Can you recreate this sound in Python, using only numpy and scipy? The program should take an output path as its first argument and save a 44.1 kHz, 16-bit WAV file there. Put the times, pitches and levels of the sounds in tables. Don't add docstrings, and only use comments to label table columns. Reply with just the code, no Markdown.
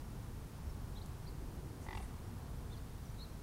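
import sys
import numpy as np
from scipy import signal
from scipy.fft import rfft, irfft
from scipy.io import wavfile
from scipy.ndimage import uniform_filter1d

SR = 44100
rng = np.random.default_rng(int(sys.argv[2]) if len(sys.argv) > 2 else 0)


def master_out(mix):
    frames = np.transpose(np.atleast_2d(mix))
    ceiling = np.clip(frames, -1, 1)
    pcm = np.round(ceiling * 32767).astype(np.int16)
    wavfile.write(sys.argv[1], SR, pcm)


N = 150822

JOIN_HZ = 1700


def undb(db):
    return 10 ** (np.asarray(db) / 20)


def unit(x):
    return x / np.sqrt(np.mean(x ** 2))


def noise():
    return rng.standard_normal(N)


def ring(x, hz, width_hz):
    centre_hz = min(hz, .45 * SR)
    b, a = signal.iirpeak(centre_hz, hz / min(width_hz, .4 * SR), fs=SR)
    once = signal.lfilter(b, a, x + 1e-18)
    return signal.lfilter(b, a, once)


def walk(rate):
    k = int(SR / rate)
    steps = np.repeat(rng.standard_normal(N // k + 1), k)
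    smooth = uniform_filter1d(uniform_filter1d(steps, k), k)
    return unit(smooth[:N])


def coloured(points, lo, hi):
    f = np.maximum(np.fft.rfftfreq(N, 1 / SR), 1)
    hz, db = np.array(points).T
    gain = undb(np.interp(np.log(f), np.log(hz), db))
    band = (f > lo) * (f <= hi)
    return unit(irfft(rfft(noise()) * gain * band, N))


def swell(t, at, length, hz, width_hz, db):
    envelope = np.cos(np.pi * np.clip((t - at) / length, -.5, .5))
    return undb(db) * envelope * unit(ring(noise(), hz, width_hz))


def town_rumble(t):
    # hz, relative_db (per Hz)
    town_spectrum = [(12, -51), (20, 0), (44, -2), (65, -1.5), (138, -4), (183, -11), (237, -11.5),
                     (307, -17), (480, -20.5), (568, -25), (904, -23), (1700, -32), (2210, -63),
                     (3740, -120)]
    level_db = -47 + .5 * walk(2.89)
    return undb(level_db) * coloured(town_spectrum, 9.3, JOIN_HZ)


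def drone():
    return undb(-56) * unit(ring(noise(), hz=52.6, width_hz=18.3))


def rumble_swells(t):
    # centre_s, length_s, centre_hz, width_hz, peak_level_db
    rumble_bands = [(0.672, 0.14, 73, 40, -45.5), (1.595, 1, 318, 242, -59), (1.99, 0.25, 49.4, 40, -45.5),
                    (3.08, 0.3, 85, 79, -52)]
    return sum(swell(t, *row) for row in rumble_bands)


def air_hiss():
    # hz, relative_db (per Hz)
    air_spectrum = [(1000, -29), (1700, 1), (2290, -2.5), (2700, -4), (3430, -4.5), (5550, -5.5),
                    (7530, -7.5), (9670, -6.5), (15500, -10.5)]
    return undb(-64) * coloured(air_spectrum, JOIN_HZ, SR / 2)


def chirps(t):
    # top_s, rise_s, fall_s, start_hz, top_hz, end_hz, peak_level_db
    tones = [(.673, .012, .012, 5450, 5550, 5400, -70), (.700, .008, .016, 5400, 5500, 5200, -64.5),
             (.978, .030, .018, 3720, 4120, 3650, -57.5), (.976, .030, 0.031, 3320, 3430, 3000, -64),
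             (1.019, .007, 0.0036, 3620, 4130, 4150, -55), (1.028, .008, .012, 4150, 4300, 4000, -68),
             (1.030, .010, .008, 4600, 4800, 4700, -66), (1.281, 0.02, 0.021, 4060, 4830, 3820, -57.5),
             (2.730, 0.028, 0.037, 3500, 3700, 2840, -60.5), (2.733, .012, .014, 3950, 4280, 4050, -63),
             (2.778, .011, .012, 4150, 4330, 4200, -64), (2.778, 0.0099, .009, 4600, 4780, 4650, -66),
             (3.058, .012, .022, 5830, 5970, 5400, -66), (3.102, .008, .008, 5850, 5950, 5850, -65),
             (3.234, 0.054, 0.024, 3780, 4330, 3550, -54), (3.224, .052, 0.021, 4060, 4320, 4200, -57.5)]
    waver, knee, fall_curve = .0078, .3, 1.2
    out = np.zeros(N)
    for at, rise, fall, start_hz, top_hz, end_hz, db in tones:
        u = np.clip((t - at) / np.where(t < at, rise, fall), -1, 1)
        up = start_hz + (top_hz - start_hz) * np.exp(-(u / knee) ** 2)
        down = top_hz + (end_hz - top_hz) * abs(u) ** fall_curve
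        hz = np.where(u < 0, up, down) * (1 + waver * walk(400))
        phase = 2 * np.pi * np.cumsum(hz) / SR
        out += undb(db) * np.cos(np.pi * u / 2) * np.sin(phase)
    return out


def tick(t):
    start_s, decay_s = 1.0604, .0026
    envelope = (t > start_s) * np.exp(-abs(t - start_s) / decay_s)
    return undb(-54.5) * envelope * unit(ring(noise(), hz=8500, width_hz=12000))


def hisses(t):
    # centre_s, length_s, centre_hz, width_hz, peak_level_db
    hiss_bands = [(1.835, .07, 6200, 1800, -68), (1.84, .08, 8800, 2500, -71),
                  (1.971, .08, 8600, 4000, -66.5), (2.031, 0.07, 8960, 2480, -64)]
    return sum(swell(t, *row) for row in hiss_bands)


def snap(age, when):
    return np.sinc((age - when) * SR) * (abs(age - when) * SR < 10)


def grunt(t):
    # start_s, level_db, first_resonance_hz, second_resonance_db, third_resonance_db, upper_resonances_db
    flaps = [(1.8651, -3.5, 866, -6, -17, -20), (1.8862, 0.5, 894, -1.5, -19, -14.5),
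             (1.9075, -1.5, 895, -0.5, -17, -11), (1.9287, -0.5, 900, -1, -13, -11),
             (1.9500, 0.5, 875, -6, -12, -10), (1.9726, 0.5, 880, -11, -5, -9.5),
             (2.0014, -2.5, 810, -25, -16, -21), (2.0230, -13, 755, -17, -11, -5.5)]
    # centre_hz, width_hz, relative_db
    upper_resonances = [(2280, 300, 2), (3520, 480, -1.5), (4660, 340, -6), (5400, 430, -9)]
    close_s, close_db = .0055, -13.5
    puff_s = .0076
    puff_db, puff_db_per_oct = -6.5, 4.5
    out = np.zeros(N)
    for at, db, first_hz, second_db, third_db, upper_db in flaps:
        age = t - at
        snaps = snap(age, 0) + undb(close_db) * snap(age, close_s)
        opening = np.maximum(np.sin(np.pi * np.clip(age / puff_s, 0, 1)), 0)
        puff = noise() * np.sqrt(opening)
        puff = puff / np.linalg.norm(puff)
        throat = [(378, 103, -7.5),
                  (first_hz, 190, 0),
                  (1045, 290, -9),
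                  (1980, 200, second_db),
                  (2720, 310, third_db)]
        throat += [(hz, width, d + upper_db) for hz, width, d in upper_resonances]
        for hz, width, d in throat:
            airiness = undb(puff_db + puff_db_per_oct * np.log2(hz / first_hz))
            rung = ring(snaps + airiness * puff, hz, width)
            out += undb(db + d) * rung / np.linalg.norm(rung)
    return undb(-23) * out


def shore(x, t):
    t60_s, delay_s = .77, .017
    tail = noise() * np.exp(-np.log(1000) * t / t60_s) * (t > delay_s)
    return signal.fftconvolve(x, tail / np.linalg.norm(tail))[:N]


def bank_echo(swan, t):
    delay_s = .17
    return undb(-22) * np.interp(t - delay_s, t, swan)


def scene():
    t = np.arange(N) / SR
    background = town_rumble(t) + drone() + rumble_swells(t) + air_hiss()
    birds = chirps(t)
    swan = grunt(t) + hisses(t)
    echo = shore(undb(-10.5) * swan + undb(-12.5) * birds, t)
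    return (background + birds + tick(t) + swan + bank_echo(swan, t) + echo)[None]


def record(dry):
    top_cut = signal.ellip(10, .1, 70, 15700, fs=SR, output="sos")
    return signal.sosfilt(top_cut, dry)


dry = scene()
out = record(dry)
master_out(out)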